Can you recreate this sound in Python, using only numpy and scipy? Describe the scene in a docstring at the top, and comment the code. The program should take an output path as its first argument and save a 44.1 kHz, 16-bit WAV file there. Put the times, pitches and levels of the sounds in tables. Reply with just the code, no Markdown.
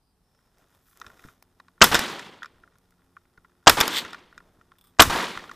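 """Three shotgun shots over a marsh ditch

A self-loading shotgun fires three times, the microphone riding on its stock: noise bursts squashed into slams.
The bolt slams back and closes (after the last shell it stays open): rattling noise through the gun's resonances.
The far bank throws each report back as fading noise. Between shots the gun knocks in the hands, and sleeve and
sling rub, as clicks and jerky noise. Behind it are two thin bird whistles, quiet open air and a faint hum."""
import sys
import numpy as np
from scipy import signal
from scipy.fft import rfft, irfft, next_fast_len
from scipy.io import wavfile

SR = 44100
rng = np.random.default_rng(int(sys.argv[2]) if len(sys.argv) > 2 else 0)


def inscribe(sig):
    """Save sig as 16-bit PCM at rate SR to the path in sys.argv[1].

    A 1-D sig is mono; a 2-D sig holds one channel per row.
    Samples are clipped to [-1, 1] before scaling.
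    """
    pcm = np.round(np.clip(np.atleast_2d(sig).T, -1, 1) * 32767)
    wavfile.write(sys.argv[1], SR, pcm.astype(np.int16))


N = 245036
T = np.arange(N) / SR   # time of every sample, in seconds

# the shots: (time [s], blast drive into the squashing [dB], scatter from close by [dB], echo delay [s],
# echo level [dB], echo hold [s], time for the echo's basic decay to fall 60 dB [s])
SHOTS = [(1.815, 7.5, -18, .099, -23.5, 0.022, 1.41), (3.67, 8, -19.5, .099, -24, 0.036, 1.21),
         (4.995, 8.5, -19.5, .1015, -26, 0.11, 0.88)]
# resonances of the stock, the metal and the thin parts: (pitch [Hz], width [Hz], level [dB])
GUN_STOCK = [(1070, 150, -2), (1405, 120, 2), (1870, 210, -4)]
GUN_METAL = [(2410, 70, -1), (3600, 450, 2), (3890, 440, -0.5), (5270, 430, -2), (6080, 290, -3.5),
             (6594, 1000, -7.5), (8440, 820, -14.5)]
GUN_THIN_PARTS = [(10050, 1400, -5.5), (11890, 1000, 2.5), (14110, 1700, -6.5)]

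TAKE_UP_S = 0.36   # the gun is taken up over this time


def from_db(db):
    """Turn decibels into a plain multiplier."""
    return 10 ** (np.asarray(db) / 20)


def rms_one(x):
    """Scale a sound to an average (rms) level of 1."""
    return x / np.sqrt(np.mean(x ** 2) + 1e-20)


def at_hz(points, hz):
    """Read a curve of (frequency [Hz], value) points, straight between them on a log frequency axis."""
    points = np.array(points)
    return np.interp(np.log(hz), np.log(points[:, 0]), points[:, 1])


def add(track, s, sound):
    """Mix a sound in, starting at s seconds."""
    start = round(s * SR)
    track[start:start + len(sound)] += sound[:N - start]


def low_pass(x, hz, order=2):
    """Dull a sound by weakening what lies above hz."""
    sections = signal.butter(order, min(hz, .45 * SR), fs=SR, output="sos")
    return signal.sosfilt(sections, x + 1e-18)


def dying(t, t60):
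    """Zero before t = 0, then an exponential decay from 1 that falls 60 dB in t60 seconds."""
    return (t >= 0) * from_db(-60 * np.maximum(t, 0) / t60)


def coloured(x, spectrum):
    """Filter with a smooth gain curve of (frequency [Hz], gain [dB]) points."""
    hz = np.maximum(np.fft.rfftfreq(len(x), 1 / SR), 1)
    return irfft(rfft(x) * from_db(at_hz(spectrum, hz)), len(x))


def noise(spectrum, size=N):
    """Steady noise of a given colour, rms 1."""
    white = rng.standard_normal(next_fast_len(size))
    return rms_one(coloured(white, spectrum)[:size])


def noise_bands(spectrum, size=N):
    """The same noise split into overlapping octave bands: (centre Hz, band) pairs."""
    padded = next_fast_len(size)
    whole = rfft(noise(spectrum, size=padded))
    log_hz = np.log(np.maximum(np.fft.rfftfreq(padded, 1 / SR), 1))
    centres = 50 * 2. ** np.arange(9)
    bands = []
    for centre in centres:
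        share = np.interp(log_hz, np.log(centres), centres == centre)
        bands.append((centre, irfft(whole * share, padded)[:size]))
    return bands


def flutter(hz, size=N):
    """Chance wandering, mostly slower than hz, rms 1."""
    return rms_one(low_pass(rng.standard_normal(size), hz))


def resonate(force, modes):
    """Parallel resonances with alternating signs, driven by a force, rms 1."""
    out = 0
    for k, (hz, width, db) in enumerate(modes):
        r = np.exp(-np.pi * width / SR)   # a wider resonance dies sooner
        poles = [1, -2 * r * np.cos(2 * np.pi * hz / SR), r * r]
        ring = signal.lfilter([1 - r * r, 0, r * r - 1], poles, force + 1e-18)
        out = out + (-1) ** k * from_db(db) * ring
    return rms_one(out)


def blasts(hold_s=0.0037, blast_t60=0.058, gas_delay_s=.004, gas_s=0.0054, gas_db=2, gas_t60=.012,
           dull_hz=8600, lead_in_db=-34, lead_in_s=0.0078, lead_in_t60=0.052):
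    """A short faint noise leads in; then muzzle blast and brighter action gas are squashed flat, then low-passed:
    a slam that is dull above dull_hz."""
    # colours of the muzzle blast and of the gas from the action: (frequency [Hz], level per Hz [dB])
    blast_colour = [(30, -8), (70, -8.5), (150, -14.5), (260, 1), (450, -5), (800, 1), (1300, 4),
                    (2000, -8.5), (4000, -18), (8000, -21), (15000, -44)]
    gas_colour = [(200, -15), (1200, -8.5), (3200, 1.5), (5000, -5.5), (8000, -9), (15000, -31)]
    out, t = np.zeros(N), T[:SR // 4]
    size = len(t)
    for s, blast_db, *_ in SHOTS:
        ring = resonate(rng.standard_normal(size), GUN_STOCK + GUN_METAL) * dying(t, lead_in_t60)
        lead_in = ring + noise(blast_colour, size=size) * dying(t, lead_in_t60)
        add(out, s - lead_in_s, from_db(lead_in_db) * low_pass(lead_in, dull_hz, order=10))
        muzzle = noise(blast_colour, size=size) * dying(np.maximum(t - hold_s, 0), blast_t60)
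        gas_fade = dying(np.maximum(t - gas_delay_s - gas_s, 0), gas_t60)
        gas = noise(gas_colour, size=size) * (t > gas_delay_s) * gas_fade
        # tanh squashes the peaks flat
        squashed = np.tanh(from_db(blast_db) * (muzzle + from_db(gas_db) * gas))
        add(out, s, 0.85 * low_pass(squashed, dull_hz, order=10))
    return out


def action(stock_db=-3, metal_db=-5, thin_db=-4, crack_db=-7, thud_db=-10, thud_hz=700, edge_share=.6):
    """Steel slams on steel: a dense rattle rings the gun, with a thud and a bright crack that dies first."""
    # bolt and shell strikes: (time [s], level [dB], time for the body to fall 60 dB [s], treble [dB])
    strikes = [(1.8407, -4, 0.04, -2), (1.9445, -5, 0.022, -12), (1.9505, -10, 0.066, -14),
               (1.99, -19.5, 0.033, -14), (1.9926, -14, 0.013, -2), (3.6958, -0.5, 0.029, -5),
               (3.803, -9.5, 0.034, -5.5), (3.8098, -3.5, 0.027, -9), (3.8785, -14.5, 0.022, -2.5),
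               (5.0069, -12.5, 0.05, 0.5), (5.02, -3.5, 0.046, -2.5)]
    out, t = np.zeros(N), T[:SR // 8]
    for s, db, t60, treble_db in strikes:
        rattle = rng.standard_normal(len(t))
        body = from_db(stock_db) * resonate(rattle, GUN_STOCK)
        body += from_db(metal_db) * resonate(rattle, GUN_METAL)
        body += from_db(thud_db) * rms_one(low_pass(rng.standard_normal(len(t)), thud_hz))
        edge = from_db(thin_db) * resonate(rattle, GUN_THIN_PARTS)
        edge += from_db(crack_db) * rng.standard_normal(len(t))
        bright = from_db(treble_db) * edge * dying(t, edge_share * t60)
        add(out, s, from_db(db) * (body * dying(t, t60) + bright))
    return out


def marsh(near_t60=0.32, near_delay_s=0.018, flutter_hz=60, bank_hz=1050, bank_octaves=0.52, patch_hz=14):
    """Grass close by scatters the blast; the far bank answers a tenth of a second later and rolls away."""
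    # colours of the close scatter and of the echo as it sets out: (frequency [Hz], level per Hz [dB])
    near_colour = [(30, 2.5), (80, 4.5), (200, 0), (400, -1), (700, -6.5), (1100, 1.5), (2000, -4.5),
                   (4000, -7.5), (8000, -11.5), (15000, -16.5)]
    echo_colour = [(30, -22.5), (80, -18), (170, 0), (350, 1.5), (620, -2), (1000, 2.5), (1450, -0.5),
                   (2000, -2.5), (2550, -6), (3550, -5.5), (5100, -11.5), (6100, -14), (12500, -24.5),
                   (15500, -29)]
    # what air and grass take from the echo on its way: (frequency [Hz], loss per second [dB])
    air_loss = [(40, 7), (200, 1.5), (1000, 13), (3000, 9.5), (7000, 28.5), (15000, 37)]
    # the bank's resonance fades from the start level to the end level
    bank_start_db, bank_end_db, bank_fade_s = 6.5, -4.5, 0.027
    # the echo swells quickly, holds and rolls away ever faster
    attack_s, steepening_db_per_s2, tilt_db_per_octave = 0.0017, 31, .5
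    lumps_db, patch_db = 1.8, 0.6
    out, t = np.zeros(N), T[:SR]
    size = len(t)
    for s, _, near_db, delay_s, echo_db, hold_s, t60 in SHOTS:
        near = noise(near_colour, size=size) * dying(t, near_t60)
        add(out, s + near_delay_s, from_db(near_db) * near)
        rolling = np.maximum(t - hold_s, 0)
        bank_db = bank_end_db + (bank_start_db - bank_end_db) * np.exp(-rolling / bank_fade_s)
        # uneven reflectors make the echo lumpy, partly alike in all bands
        bushes, echo = flutter(flutter_hz, size=size), 0
        for hz, band in noise_bands(echo_colour, size=size):
            octaves = np.log2(hz / bank_hz)
            resonance_db = bank_db * np.exp(-(octaves / bank_octaves) ** 2)
            colour_db = tilt_db_per_octave * octaves + resonance_db - at_hz(air_loss, hz) * t
            uneven_db = lumps_db * (.5 * bushes + flutter(flutter_hz, size=size))
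            uneven_db += patch_db * flutter(patch_hz, size=size)
            echo = echo + band * from_db(colour_db + uneven_db)
        envelope = np.minimum(t / attack_s, 1) * dying(rolling, t60)
        envelope *= from_db(-steepening_db_per_s2 * rolling ** 2)
        add(out, s + delay_s, from_db(echo_db) * envelope * echo)
    return out


def knocks(metal_db=9, thin_db=-14, dull_hz=5200, chatter=0.19, chatter_t60=0.02,
           place_db_per_octave=8, spread_db=2):
    """A click and short chatter ring stock and metal; the place touched favours one pitch of the stock."""
    # knocks of the gun in the hands: (time [s], peak level [dB], metal ring before the metal_db lift [dB],
    # strongest pitch of the stock [Hz])
    main_knocks = [(1.0149, -28.5, -17, 1450), (1.044, -38.5, -25, 1440), (1.065, -33.5, -10.5, 1480),
                   (1.101, -42, -32, 1490), (1.1933, -43.5, -14, 1630), (1.2399, -40, -25, 1570),
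                   (1.286, -39.5, -19, 1380), (1.5997, -36.5, -19, 1060), (1.6827, -42.5, -18, 1110),
                   (1.779, -49.5, -35, 1350), (2.1939, -25.5, -11, 1900), (2.4207, -29.5, -35.5, 1365),
                   (2.4307, -23, -15.5, 1650), (2.445, -29.5, -25, 1144), (2.458, -32, -14.5, 1443),
                   (2.6364, -42, -38, 1447), (2.6762, -46.5, -36, 1539), (2.7553, -54, -19, 1450),
                   (3.167, -35.5, -39, 1420), (3.376, -45, -25, 1443), (3.447, -45, -31.5, 1440),
                   (4.0495, -24.5, -15, 1850), (4.107, -32.5, -6, 1790), (4.131, -28, -12, 1522),
                   (4.1453, -26, -20.5, 1295), (4.3266, -41, -26, 1418), (4.378, -30.5, -15.5, 1430),
                   (4.4033, -45, -29, 1100), (4.6119, -45, -24, 1450), (4.7182, -41.5, -21, 1100),
                   (5.3741, -20.5, -17.5, 1800), (5.395, -34.5, -17, 1870), (5.44, -32.5, -17.5, 1060),
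                   (5.4937, -32, -23, 1070), (5.5134, -30.5, -18, 1340)]
    # lighter knocks come by chance while the gun is held; their levels spread around light_db
    light_per_s, light_db, light_metal_db = 5.5, -58, -22
    held_s = T[-1] - TAKE_UP_S
    light = []
    for when, size, place in rng.random((64, 3))[:int(light_per_s * held_s)]:
        peak_db = light_db + spread_db * (2 * size - 1)
        light.append((TAKE_UP_S + when * held_s, peak_db, light_metal_db, GUN_STOCK[0][0] * 2 ** place))
    out, t = np.zeros(N), T[:SR // 16]
    for s, peak_db, ring_db, pitch_hz in main_knocks + light:
        force = chatter * rng.standard_normal(len(t)) * dying(t, chatter_t60) + (t == 0)
        stock = [(hz, width, db - place_db_per_octave * abs(np.log2(hz / pitch_hz)))
                 for hz, width, db in GUN_STOCK]
        metal = [(hz, width, db + spread_db * rng.standard_normal()) for hz, width, db in GUN_METAL]
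        ring = resonate(force, metal) + from_db(thin_db) * resonate(force, GUN_THIN_PARTS)
        ring = low_pass(ring, dull_hz, order=1)
        knock = resonate(force, stock) + from_db(metal_db + ring_db) * ring
        add(out, s, from_db(peak_db) * knock / np.abs(knock).max())
    return out


def handling(grain_db=2.5, grain_hz=150, sling_grain_db=3.0, sling_grain_hz=400, bump_hz=170):
    """Cloth and webbing slip in small jerks; the stock bumps the shoulder."""
    # colours of the rubbing sleeve, before its brightness tilt, and of the sling:
    # (frequency [Hz], level per Hz [dB])
    cloth_colour = [(40, 4.5), (150, -2), (400, 5), (700, 2.5), (1300, 0), (2700, -11), (3600, -7.5),
                    (4300, -15), (5500, -10), (9000, -14.5), (13000, -10.5), (16000, -17)]
    sling_colour = [(200, -41), (1000, -19), (1900, -3.5), (2500, -7.5), (3500, 4), (4500, -5.5),
                    (6500, -13), (8000, -11), (10500, -25), (13000, -13.5), (16000, -29.5)]
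    # soft bumps and recoil shoves of the stock on the shoulder, as low-passed noise bursts:
    # (time [s], peak level [dB], time for the push to fall 60 dB [s])
    bumps = [(1.066, -45, 0.042), (1.247, -36.5, 0.13), (1.822, -7.5, 0.043), (1.912, -24, 0.046),
             (3.378, -50.5, 0.11), (3.692, -20, .12), (3.775, -30.5, 0.14), (4.045, -49, 0.12),
             (4.587, -54, 0.049), (5.055, -24, 0.38), (5.152, -47, 0.32), (5.363, -40, 0.15)]
    # the sling slides along the gun after the second shot: it gathers speed, runs, and is caught
    slide_s, slide_hold_s, slide_db, rise_db_per_s, fall_db_per_s = 3.968, 0.023, -26, 230.5, 648
    sleeve_db, tilt_db = sleeve_motion()
    sleeve = sum(band * from_db(tilt_db * np.log2(hz / 3000)) for hz, band in noise_bands(cloth_colour))
    out = sleeve * from_db(sleeve_db + grain_db * flutter(grain_hz))
    sling_db = slide_db - rise_db_per_s * np.maximum(slide_s - T, 0)
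    sling_db -= fall_db_per_s * np.maximum(T - slide_s - slide_hold_s, 0)
    slips = from_db(sling_grain_db * flutter(sling_grain_hz))
    out += from_db(sling_db) * slips * noise(sling_colour)
    t = T[:SR // 4]
    for s, db, t60 in bumps:
        push = low_pass(rng.standard_normal(len(t)) * dying(t, t60), bump_hz)
        add(out, s, from_db(db) * push / np.abs(push).max())
    return out


def sleeve_motion():
    """Level (dB) and brightness (dB per octave) of the rubbing: arm movements on top of a slight resting stir."""
    # arm movements that rub the sleeve, each a smooth swell:
    # (middle [s], length [s], level [dB], brightness [dB per octave])
    moves = [(0.616, 0.085, -69.5, -1), (0.743, .08, -67.5, 1), (0.92, 0.14, -72.5, 12),
             (1.088, 0.2, -61, -1), (1.256, .11, -59.5, 1), (2.62, 0.26, -74.5, -4), (4.456, 0.35, -71, -3),
             (5.55, .35, -60, -1.5)]
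    # the sleeve never lies quite still; this stir grows while the gun is taken up
    resting_db, resting_db_per_octave = -76, -0.5
    power = (from_db(resting_db) * np.clip(T / TAKE_UP_S, .1, 1) ** 2) ** 2
    tilt = resting_db_per_octave * power
    for s, length, db, brightness in moves:
        swell = (from_db(db) * np.exp(-2 * ((T - s) / length) ** 2)) ** 2
        power, tilt = power + swell, tilt + brightness * swell
    # the stronger a movement is, the more its brightness counts
    return 10 * np.log10(power), tilt / power


def snags(per_s=350, snag_db=-4, metal_db=-5):
    """Threads catch on the gun, a fine crackle in its resonances; a few longer scratches rasp."""
    # short scratches of cloth on the stock: (time [s], level [dB], time to fall 60 dB [s])
    scratches = [(4.785, -53.5, 0.04), (4.811, -56.5, .06), (4.84, -55.5, 0.1), (4.87, -59, 0.13)]
    # resonances of the scratches: (pitch [Hz], width [Hz], level [dB])
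    scratch_modes = [(1150, 170, -0.5), (3490, 180, 2), (5100, 290, -7.5), (9000, 510, -5.5),
                     (11620, 600, -11), (13900, 1000, -7)]
    sleeve_db, _ = sleeve_motion()
    catches = (rng.random(N) < per_s / SR) * rng.standard_normal(N)
    crackle = resonate(catches, GUN_STOCK) + from_db(metal_db) * resonate(catches, GUN_METAL)
    out = from_db(sleeve_db + snag_db) * crackle
    t = T[:SR // 6]
    for s, db, t60 in scratches:
        rasp = rng.standard_normal(len(t)) ** 3   # cubing makes the noise spiky
        add(out, s, from_db(db) * resonate(rasp, scratch_modes) * dying(t, t60))
    return out


def ticks(snap_t60=0.011):
    """Tiny hard contacts: a broad dry snap of noise with no ring."""
    # dry ticks of snapping twigs: (time [s], peak level [dB])
    contacts = [(0.5834, -48), (0.9727, -39), (1.0, -37), (1.4251, -38), (2.7844, -50), (2.9074, -48)]
    # colour of a tick: (frequency [Hz], level per Hz [dB])
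    tick_colour = [(300, -8), (1400, 4), (3000, -7), (6000, -1), (9000, -7), (14000, -3)]
    out, t = np.zeros(N), T[:SR // 32]
    for s, peak_db in contacts:
        snap = noise(tick_colour, size=len(t)) * dying(t, snap_t60)
        add(out, s, from_db(peak_db) * snap / np.abs(snap).max())
    return out


def bird(width_hz=330):
    """Thin buzzy whistles that swell and fade: noise through one resonance, twice."""
    # two thin notes of a far bird: (time [s], length [s], pitch [Hz], level before the swell [dB])
    notes = [(0, .14, 4830, -82), (0.184, 0.385, 5330, -82.5)]
    out = np.zeros(N)
    for s, length, hz, db in notes:
        swell = signal.windows.tukey(int(length * SR), .5)
        mode = [(hz, width_hz, 0)]
        whistle = resonate(resonate(rng.standard_normal(len(swell)), mode), mode)
        add(out, s, from_db(db) * swell * whistle)
    return out


def background(waver=.011, waver_hz=4, fade_db=3, fade_hz=4):
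    """Quiet open air with a faint hum whose lines waver and fade; a thin hiss differs between the ears."""
    # colour of the open air: (frequency [Hz], level per Hz [dB])
    air_colour = [(15, -33), (25, 1.5), (113, -5), (178, -5), (322, -15), (457, -13.5), (509, -23),
                  (782, -15), (2120, -30.5), (5430, -29.5), (6730, -38), (8810, -28.5), (15500, -37.5)]
    # how much the hiss differs between the ears: (frequency [Hz], level against the middle [dB])
    air_width = [(60, -17.5), (110, -18.5), (200, -15.5), (380, -14.5), (700, -10), (1290, -10.5),
                 (2380, -5), (4400, -4), (8120, -2), (15000, -5)]
    # lines of the faint far hum: (pitch [Hz], level before the overall hum level [dB])
    hum_lines = [(89, -76), (178, -73.5), (247, -78.5), (268, -80), (355, -77.5), (447, -83.5)]
    # the hum comes up at the start
    air_db, hum_start_db, hum_end_db, hum_rise_s = -70, -20, -2, 1.43
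    hum_db = np.interp(T, [0, hum_rise_s], [hum_start_db, hum_end_db])
    wavering_s = np.cumsum(1 + waver * flutter(waver_hz)) / SR   # time that runs a little unevenly
    hum = 0
    for hz, db in hum_lines:
        fading = from_db(db + fade_db * flutter(fade_hz))
        hum = hum + fading * np.sqrt(2) * np.sin(2 * np.pi * (hz * wavering_s + rng.random()))
    air = noise(air_colour) + coloured(noise(air_colour), air_width) * np.array([[1], [-1]])
    return from_db(hum_db) * hum + from_db(air_db) * air


def scene(width_delay_s=.0088):
    """All sources but the background hiss are central; a faint delayed copy, opposite in the ears, adds slight
    width."""
    # how strongly the copy sets the ears apart: (frequency [Hz], level against the middle [dB])
    side_width = [(30, -26), (250, -30.5), (600, -39), (4000, -45), (8000, -34), (14000, -37.5)]
    centre = blasts() + action() + marsh() + handling() + snags() + bird() + ticks() + knocks()
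    delayed = np.interp(T - width_delay_s, T, centre, left=0)
    side = coloured(delayed, side_width)
    return centre + side * np.array([[1], [-1]]) + background()


def record(dry, cutoff_hz=15300):
    """Peaks are flattened smoothly at full scale, then the top is cut steeply."""
    clipped = dry / (1 + dry ** 8) ** (1 / 8)
    return signal.sosfilt(signal.ellip(10, .1, 70, cutoff_hz, fs=SR, output="sos"), clipped)


dry = scene()
out = record(dry)
inscribe(out)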